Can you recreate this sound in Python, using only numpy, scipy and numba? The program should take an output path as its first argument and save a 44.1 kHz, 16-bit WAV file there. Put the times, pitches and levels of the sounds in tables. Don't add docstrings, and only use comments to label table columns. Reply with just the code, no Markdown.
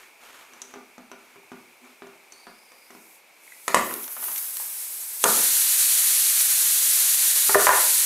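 import sys
import numpy as np
from scipy import signal
from scipy.fft import rfft, irfft
from scipy.io import wavfile
from scipy.ndimage import uniform_filter1d
from numba import njit

SR = 44100
rng = np.random.default_rng(int(sys.argv[2]) if len(sys.argv) > 2 else 0)


def generate_wav(sig):
    pcm = np.round(np.clip(np.atleast_2d(sig).T, -1, 1) * 32767).astype(np.int16)
    wavfile.write(sys.argv[1], SR, pcm)


N = 355357
TIME = np.arange(N) / SR
HIT = np.arange(int(.8 * SR)) / SR


def undb(db):
    return 10 ** (np.asarray(db) / 20)


def unit(x):
    return x / np.sqrt(np.mean(x ** 2))


def unit_energy(x):
    return x / np.sqrt(np.sum(x ** 2))


def ramp(s, length_s):
    return np.clip((TIME - s) / length_s, 0, 1)


def swell(s, attack_s, hold_s, release_s):
    return ramp(s, attack_s) - ramp(s + attack_s + hold_s, release_s)


def walk(rate_hz):
    step = max(int(SR / rate_hz), 1)
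    stairs = np.repeat(rng.standard_normal(N)[:N // step + 1], step)
    return unit(uniform_filter1d(stairs, step))[:N]


def over_hz(points, hz):
    f, value = np.transpose(points)
    return np.interp(np.log(hz + 1), np.log(f), value)


def colour(x, spectrum, size=2048):
    cepstrum = irfft(np.log(undb(over_hz(spectrum, np.fft.rfftfreq(size, 1 / SR)))))
    cepstrum[1:size // 2] *= 2
    cepstrum[size // 2 + 1:] = 0
    return signal.fftconvolve(x, irfft(np.exp(rfft(cepstrum))))[:len(x)]


def noise(spectrum):
    return unit(colour(rng.standard_normal(N), spectrum))


def resonance(x, hz, width_hz):
    return signal.lfilter(*signal.iirpeak(hz, hz / width_hz, fs=SR), x)


def contact(scuff, scuff_s):
    grit = rng.standard_normal(len(HIT)) * np.exp(-HIT / scuff_s)
    return signal.unit_impulse(len(HIT)) + scuff * unit_energy(grit)


def ring(force, modes):
    response = sum(undb(db) * np.cos(2 * np.pi * hz * HIT) * np.exp(-np.log(1000) * HIT / t60)
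                   for hz, db, t60 in modes)
    pitches = [hz for hz, _, _ in modes]
    band_hz = [min(pitches) / 2, min(2 * max(pitches), SR / 3)]
    response = signal.sosfilt(signal.butter(2, band_hz, "band", fs=SR, output="sos"), response)
    return signal.fftconvolve(force, unit_energy(response))[:len(HIT)]


def add(track, s, sound, db, echo, size):
    heard = sound + signal.fftconvolve(sound, echo)[:len(sound)]
    heard = heard * undb(db) / np.sqrt(np.mean(heard[:size] ** 2))
    start = int(s * SR)
    track[start:start + len(heard)] += heard[:N - start]


# (frequency [Hz], T60 [s])
REVERB_TIMES = [(100, 0.63), (250, 0.39), (500, 0.51), (1200, 0.43), (2000, 0.5), (3000, 0.46),
                (7000, 0.51), (15000, 0.2)]
def room_tail(build_s):
    hz, _, cells = signal.stft(rng.standard_normal(len(HIT)), SR, nperseg=256)
    age = np.linspace(0, HIT[-1], cells.shape[1])
    decay = np.exp(-np.log(1000) * age / over_hz(REVERB_TIMES, hz)[:, None])
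    tail = signal.istft(cells * decay)[1][:len(HIT)]
    return unit_energy(tail * (1 - np.exp(-HIT / build_s)))


# (frequency [Hz], level [dB])
SHOP_SPECTRUM = [(30, -38), (110, -22), (250, -10), (320, -6), (560, -3.5), (900, -4.5), (1550, -7),
                 (1950, -6.5), (2250, 4), (2550, -0.5), (3000, -10.5), (5000, -13), (12500, -14),
                 (15500, -21)]
def workshop(level_db=-55):
    return noise(SHOP_SPECTRUM) * undb(level_db + .5 * walk(6))


def ticking(level_db=-68, rate_hz=30):
    ticks = np.diff(np.floor(TIME * rate_hz), prepend=0) * undb(1.3 * walk(20))
    return unit(resonance(resonance(ticks, 890, 230), 910, 330)) * undb(level_db)


# (frequency [Hz], level [dB], T60 [s])
CASING_MODES = [(180, -27, 0.14), (241, -14.5, 0.29), (254.4, -1.5, 0.21), (332, -4, 0.15),
                (357.7, -2.5, 0.28), (391.7, -1, 0.22), (717, -10, 0.034)]
# (frequency [Hz], level [dB])
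REBOUND_SPECTRUM = [(40, -24), (130, -15), (185, -5), (250, 4.5), (310, 0), (400, 1), (900, -0.5),
                    (1700, 2), (2000, -11), (2800, -18), (5000, -45), (15000, -58)]
# (frequency [Hz], level [dB])
RUB_SPECTRUM = [(60, -18), (200, -18), (400, -6), (1300, 1.5), (3000, -5), (5000, -12.5), (6800, -9.5),
                (10000, -15), (12500, -12), (15000, -24)]
# (time [s], hold [s], rubbing level [dB], rumble level [dB])
HAND_STROKES = [(-.05, 0.033, -51.5, -70), (0.184, 0.19, -49.5, -68), (0.472, 0.2, -54.5, -62),
                (1.15, 0.13, -60, -64), (1.8, .05, -56, -57), (3.87, .06, -46, -42), (4.15, .12, -53, -60)]
def brush(grain_db=1.5, attack_s=0.048, release_s=0.094):
    rub = noise(RUB_SPECTRUM) * undb(grain_db * walk(200))
    casing = ring(signal.unit_impulse(len(HIT)), CASING_MODES)
    rumble = unit(signal.fftconvolve(noise(REBOUND_SPECTRUM), casing)[:N])
    return sum(swell(s, attack_s, hold_s, release_s) * (undb(rub_db) * rub + undb(rumble_db) * rumble)
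               for s, hold_s, rub_db, rumble_db in HAND_STROKES)


# (frequency [Hz], level [dB], T60 [s])
STEEL_MODES = [(5940, 16, 0.063), (5990, -4, 0.19), (6900, -15, .14), (6840, -17, .14), (8600, -12, .08),
               (9200, -6, .08)]
# (frequency [Hz], level [dB])
CLICK_SPECTRUM = [(500, -35), (2200, 4.5), (4200, 5), (4900, -3), (6000, 15), (7500, 5.5), (12000, -3),
                  (15000, -25)]
# (frequency [Hz], level [dB])
KNOCK_SPECTRUM = [(40, -13), (150, -15.5), (500, 2.5), (800, 1.5), (1200, 4.5), (1800, -2.5), (2500, -8.5),
                  (3300, -11), (5000, -17.5), (15000, -82)]
# (time [s], thud level [dB], knock level [dB], click level [dB])
JAW_SLIPS = [(0.535,-70,-54,-53), (0.618,-63,-55,-37.5), (0.739,-55,-44.5,-51.5), (0.759,-45.5,-51,-64),
             (0.981,-49.5,-49,-56.5), (1.116,-51,-44.5,-50.5), (1.359,-54,-55,-68), (1.518,-44.5,-46.5,-60),
             (2.021,-46.5,-46,-70), (2.069,-52.5,-53,-59), (2.322,-64,-58,-47), (2.469,-54,-46,-62),
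             (2.719,-75,-54,-60), (2.905,-56,-51,-56), (2.95,-52.5,-54,-63)]
def slips(room, spread_db=0.5):
    out = np.zeros(N)
    for s, thud_db, knock_db, click_db in JAW_SLIPS:
        force = contact(scuff=1.0, scuff_s=0.0069)
        tick = contact(scuff=2.9, scuff_s=0.0037)
        steel = colour(tick, CLICK_SPECTRUM) + undb(-5) * ring(tick, STEEL_MODES)
        modes = [(hz, db + spread_db * rng.standard_normal(), t60) for hz, db, t60 in CASING_MODES]
        add(out, s, ring(force, modes), thud_db, undb(-2) * room, size=2600)
        add(out, s, colour(force, KNOCK_SPECTRUM), knock_db, room, size=1300)
        add(out, s, steel, click_db, undb(-8.5) * room, size=660)
    return out


# (frequency [Hz], level [dB])
GAP_SPECTRUM = [(100, -40.5), (600, -22), (1600, -14.5), (3000, -15.5), (5000, -10.5), (7400, -6.5),
                (8300, -1), (8900, -3), (10000, 0), (12500, 0.5), (14000, -3.5), (15500, -7.5)]
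# (time [s], frequency [Hz])
SQUEAL_PITCH = [(2.36, 4460), (2.46, 4620), (2.63, 5020), (2.73, 4820), (2.85, 4870), (2.95, 5520),
                (3.04, 7100)]
def squeal(start_s=2.315, hold_s=0.825, accent_db=9.5, settle_s=0.23, seep_db_per_s=21):
    hz = np.interp(TIME, *np.transpose(SQUEAL_PITCH))
    age = np.clip(TIME - start_s, 0, hold_s)
    width_hz = 173 * (hz / 4500) ** 6.6
    jitter = np.sqrt(2 * np.pi * width_hz / SR) * uniform_filter1d(rng.standard_normal(N), size=12)
    phase = np.cumsum(2 * np.pi * hz / SR + jitter)
    tone = unit(np.sin(phase) + undb(-6) * np.sin(2 * phase))
    whistle = tone * undb(-64 + accent_db * np.exp(-age / settle_s) + 2.5 * walk(150))
    seep = noise(GAP_SPECTRUM) * undb(-71.5 + seep_db_per_s * age)
    return (whistle + seep) * swell(start_s, attack_s=0.012, hold_s=hold_s, release_s=0.069)


# (time [s], duration [s], level [dB], opening [0 slit, 1 gap, 2 free hole])
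SCREW_PULLS = [(3.33, 0.12, -53.5, 1.7), (3.52, 0.35, -33, .15), (4.2, .03, -29, 0.16),
               (4.33, 0.45, -32.5, 1.02), (5.184, .1, -19, 1.64)]
def puncture():
    level_db, opening = -80, 1.4
    for s, duration_s, new_db, new_opening in SCREW_PULLS:
        progress = ramp(s, duration_s)
        level_db += progress * (new_db - level_db)
        opening += progress * (new_opening - opening)
    return level_db, opening


# (frequency [Hz], level [dB])
SLIT_SPECTRUM = [(100, -61), (1000, -8.5), (3000, -8.5), (5300, -9), (6100, -8), (7000, -2.5), (8100, -9),
                 (9500, 5), (12000, 10), (13500, 6.5), (15500, 4)]
# (frequency [Hz], level [dB])
HOLE_SPECTRUM = [(50, -55), (200, -56), (500, -31.5), (1100, -19.5), (1600, -11), (2900, -9), (4150, -5),
                 (5300, -7.5), (6100, -4), (7600, -2), (9500, 1), (11800, -0.5), (13100, -3), (14400, -11)]
# (frequency [Hz], bandwidth [Hz], gain [dB])
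CHANNEL_MODES = [(4260, 470, -17), (5960, 140, -4.5), (6880, 92, -3.5), (9170, 120, -11), (10100, 130, -8),
                 (11200, 250, -5.5), (13200, 180, -14), (15030, 290, -17)]
# (time [s], level [dB])
JET_SPITS = [(3.939, -27), (4.24, -29), (4.569, -30)]
def leak(room, flutter_db=0.71, sputter_db=1.2, surge_db=0.8):
    level_db, opening = puncture()
    hole = noise(HOLE_SPECTRUM)
    channel = sum(undb(db + 2.4 * walk(17)) * resonance(hole, hz, width)
                  for hz, width, db in CHANNEL_MODES)
    hisses = noise(SLIT_SPECTRUM), noise(GAP_SPECTRUM), unit(hole + channel)
    jet = sum(np.sqrt(np.clip(1 - abs(opening - k), 0, 1)) * hiss for k, hiss in enumerate(hisses))
    tight = np.clip(1 - opening, 0, 1)
    jet *= undb(level_db + (flutter_db + sputter_db * tight) * walk(45) + surge_db * tight * walk(12))
    jet += undb(-12) * signal.fftconvolve(jet, room)[:N]
    for s, db in JET_SPITS:
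        spit = colour(contact(scuff=4, scuff_s=0.0023), SLIT_SPECTRUM)
        add(jet, s, spit, db, undb(-19) * room, size=400)
    return jet


# (time [s], frequency [Hz], level [dB])
RUBBER_CREAKS = [(3.477, 2230, -49), (3.521, 1930, -45)]
def creaks(room, width_hz=260):
    out = np.zeros(N)
    for s, hz, db in RUBBER_CREAKS:
        force = contact(scuff=1.4, scuff_s=0.0044)
        chirp = resonance(resonance(force, hz, width_hz), hz, 4 * width_hz)
        add(out, s, chirp, db, undb(-7) * room, size=500)
    return out


# (frequency [Hz], level [dB], T60 [s])
PUNCTURE_MODES = [(596, -2, 0.24), (980, -11, 0.075), (1160, 6.5, 0.073), (1285, 1, 0.046), (1700, -7, 0.1),
                  (2297, -4, 0.055)]
# (frequency [Hz], level [dB])
TREAD_SPECTRUM = [(40, -22), (120, -16.5), (300, -14), (550, 0), (800, -6), (1150, 5.5), (1500, -4),
                  (1900, -5), (2600, -12.5), (3300, -23.5), (5000, -18), (15000, -53)]
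# (frequency [Hz], level [dB])
CRACK_SPECTRUM = [(500, -34), (2500, 0), (4300, -2), (5300, -6.5), (6500, 3.5), (9500, 1.5), (12000, -3),
                  (15000, -28)]
# (time [s], thud level [dB], knock level [dB], crack level [dB])
THREAD_SNAPS = [(3.68, -40.5, -25.5, -28), (3.745, -32.5, -13.5, -20.5), (3.91, -46, -38, -56)]
def snaps(room):
    out = np.zeros(N)
    for s, thud_db, knock_db, crack_db in THREAD_SNAPS:
        force = contact(scuff=1.0, scuff_s=0.0025)
        tread = colour(force, TREAD_SPECTRUM) + undb(-23) * ring(force, PUNCTURE_MODES)
        crack = colour(contact(scuff=4.2, scuff_s=0.0045), CRACK_SPECTRUM)
        add(out, s, ring(force, CASING_MODES), thud_db, undb(9) * room, size=2600)
        add(out, s, tread, knock_db, undb(-2) * room, size=1300)
        add(out, s, crack, crack_db, undb(-4.5) * room, size=660)
    return out


# (time [s], scrape level [dB], tick level [dB])
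RIDGE_FLICKS = [(4.042, -52, -43), (4.079, -47.5, -43), (4.166, -42.5, -50), (4.226, -43.5, -48),
                (4.283, -41, -50), (4.316, -52, -42), (4.361, -58, -37.5), (4.38, -59, -37),
                (4.569, -62, -39.5), (4.599, -46, -48)]
def flicks(room, lip_hz=1100, width_hz=1300):
    out = np.zeros(N)
    for s, scrape_db, tick_db in RIDGE_FLICKS:
        force = contact(scuff=2.5, scuff_s=.009)
        scrape = resonance(resonance(force, lip_hz, width_hz), lip_hz, width_hz)
        tick = colour(contact(scuff=1.7, scuff_s=0.0016), CLICK_SPECTRUM)
        add(out, s, scrape, scrape_db, undb(-3) * room, size=1300)
        add(out, s, tick, tick_db, undb(-10) * room, size=660)
    return out


# (time [s], thump level [dB], burst level [dB])
SCREW_EXIT = [(5.24, -19, -15.5), (5.258, -30.5, -40), (5.378, -37, -50)]
def pop(room):
    out = np.zeros(N)
    for s, thump_db, burst_db in SCREW_EXIT:
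        thump = colour(contact(scuff=0.66, scuff_s=0.0044), REBOUND_SPECTRUM)
        burst = colour(contact(scuff=5.7, scuff_s=0.0032), CRACK_SPECTRUM)
        add(out, s, thump, thump_db, undb(4.5) * room, size=1300)
        add(out, s, burst, burst_db, undb(-21) * room, size=660)
    return out


# (frequency [Hz], level [dB], T60 [s])
BENCH_TOP_MODES = [(136, -20, 0.22), (255, -13, 0.12), (400, 10.5, 0.12), (422, 0, 0.12), (480, -2, 0.11),
                   (611, 7, 0.12), (764, -22, .1)]
# (frequency [Hz], level [dB])
CLATTER_SPECTRUM = [(40, -24), (200, -31.5), (450, -11.5), (700, -2.5), (1000, 5), (1250, 1.5), (1750, -1),
                    (2200, -9), (2900, -20), (6000, -25), (15000, -42)]
# (time [s], thud level [dB], clatter level [dB])
BENCH_IMPACTS = [(7.359, -50.5, -44.5), (7.494, -34.5, -26.5), (7.546, -29, -14), (7.556, -12, -28),
                 (7.598, -33, -27), (7.669, -43, -14), (7.692, -34, -10.5), (7.706, -35, -19),
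                 (7.733, -36, -23.5)]
def landings(room):
    out = np.zeros(N)
    for s, thud_db, clatter_db in BENCH_IMPACTS:
        thud = ring(contact(scuff=0.58, scuff_s=0.0034), BENCH_TOP_MODES)
        clatter = colour(contact(scuff=1.8, scuff_s=0.0077), CLATTER_SPECTRUM)
        add(out, s, thud, thud_db, undb(-9.5) * room, size=1800)
        add(out, s, clatter, clatter_db, undb(-3) * room, size=1300)
    return out


# (frequency [Hz], gain [dB])
KNOCK_SIDE_GAIN = [(250, -50), (800, -25), (1300, -26.5), (4000, -20), (8000, -38), (13000, -30)]
# (frequency [Hz], gain [dB])
AIR_SIDE_GAIN = [(300, -40), (1800, -68), (3300, -21.5), (5700, -27), (7500, -56), (14000, -44)]
def scene():
    room = room_tail(build_s=0.0031)
    knocks = (slips(room) + flicks(room) + snaps(room) + pop(room)
              + creaks(room) + landings(room) + brush())
    air = leak(room) + squeal()
    mid = knocks + air + ticking() + workshop()
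    early_echo = unit_energy(room_tail(build_s=0.00088) * np.exp(-HIT / 0.0018))
    side = colour(knocks, KNOCK_SIDE_GAIN) + colour(air, AIR_SIDE_GAIN)
    ambience = noise([(40, -13), (250, -3), (700, 4), (1500, -2.5), (2400, -3), (4000, -3.5), (8000, -27)])
    side = signal.fftconvolve(side, early_echo)[:N] + undb(-68.5) * ambience
    return np.array([mid + side, mid - side])


@njit
def follow(x, attack, release):
    out, level = np.empty(len(x)), 0.
    for i in range(len(x)):
        level += (x[i] - level) * (attack if x[i] > level else release)
        out[i] = level
    return out


def record(dry, limit_db=-14, attack_s=0.0031, release_s=0.02, top_hz=15550):
    envelope = follow(np.abs(dry[0] + dry[1]) / 2, 1 / (attack_s * SR), 1 / (release_s * SR))
    gain = np.maximum(envelope / undb(limit_db), 1) ** -.8
    rounded = 1.3 * np.tanh(dry * gain / 1.3)
    return signal.sosfilt(signal.ellip(10, .2, 70, top_hz, fs=SR, output="sos"), rounded)


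dry = scene()
out = record(dry)
generate_wav(out)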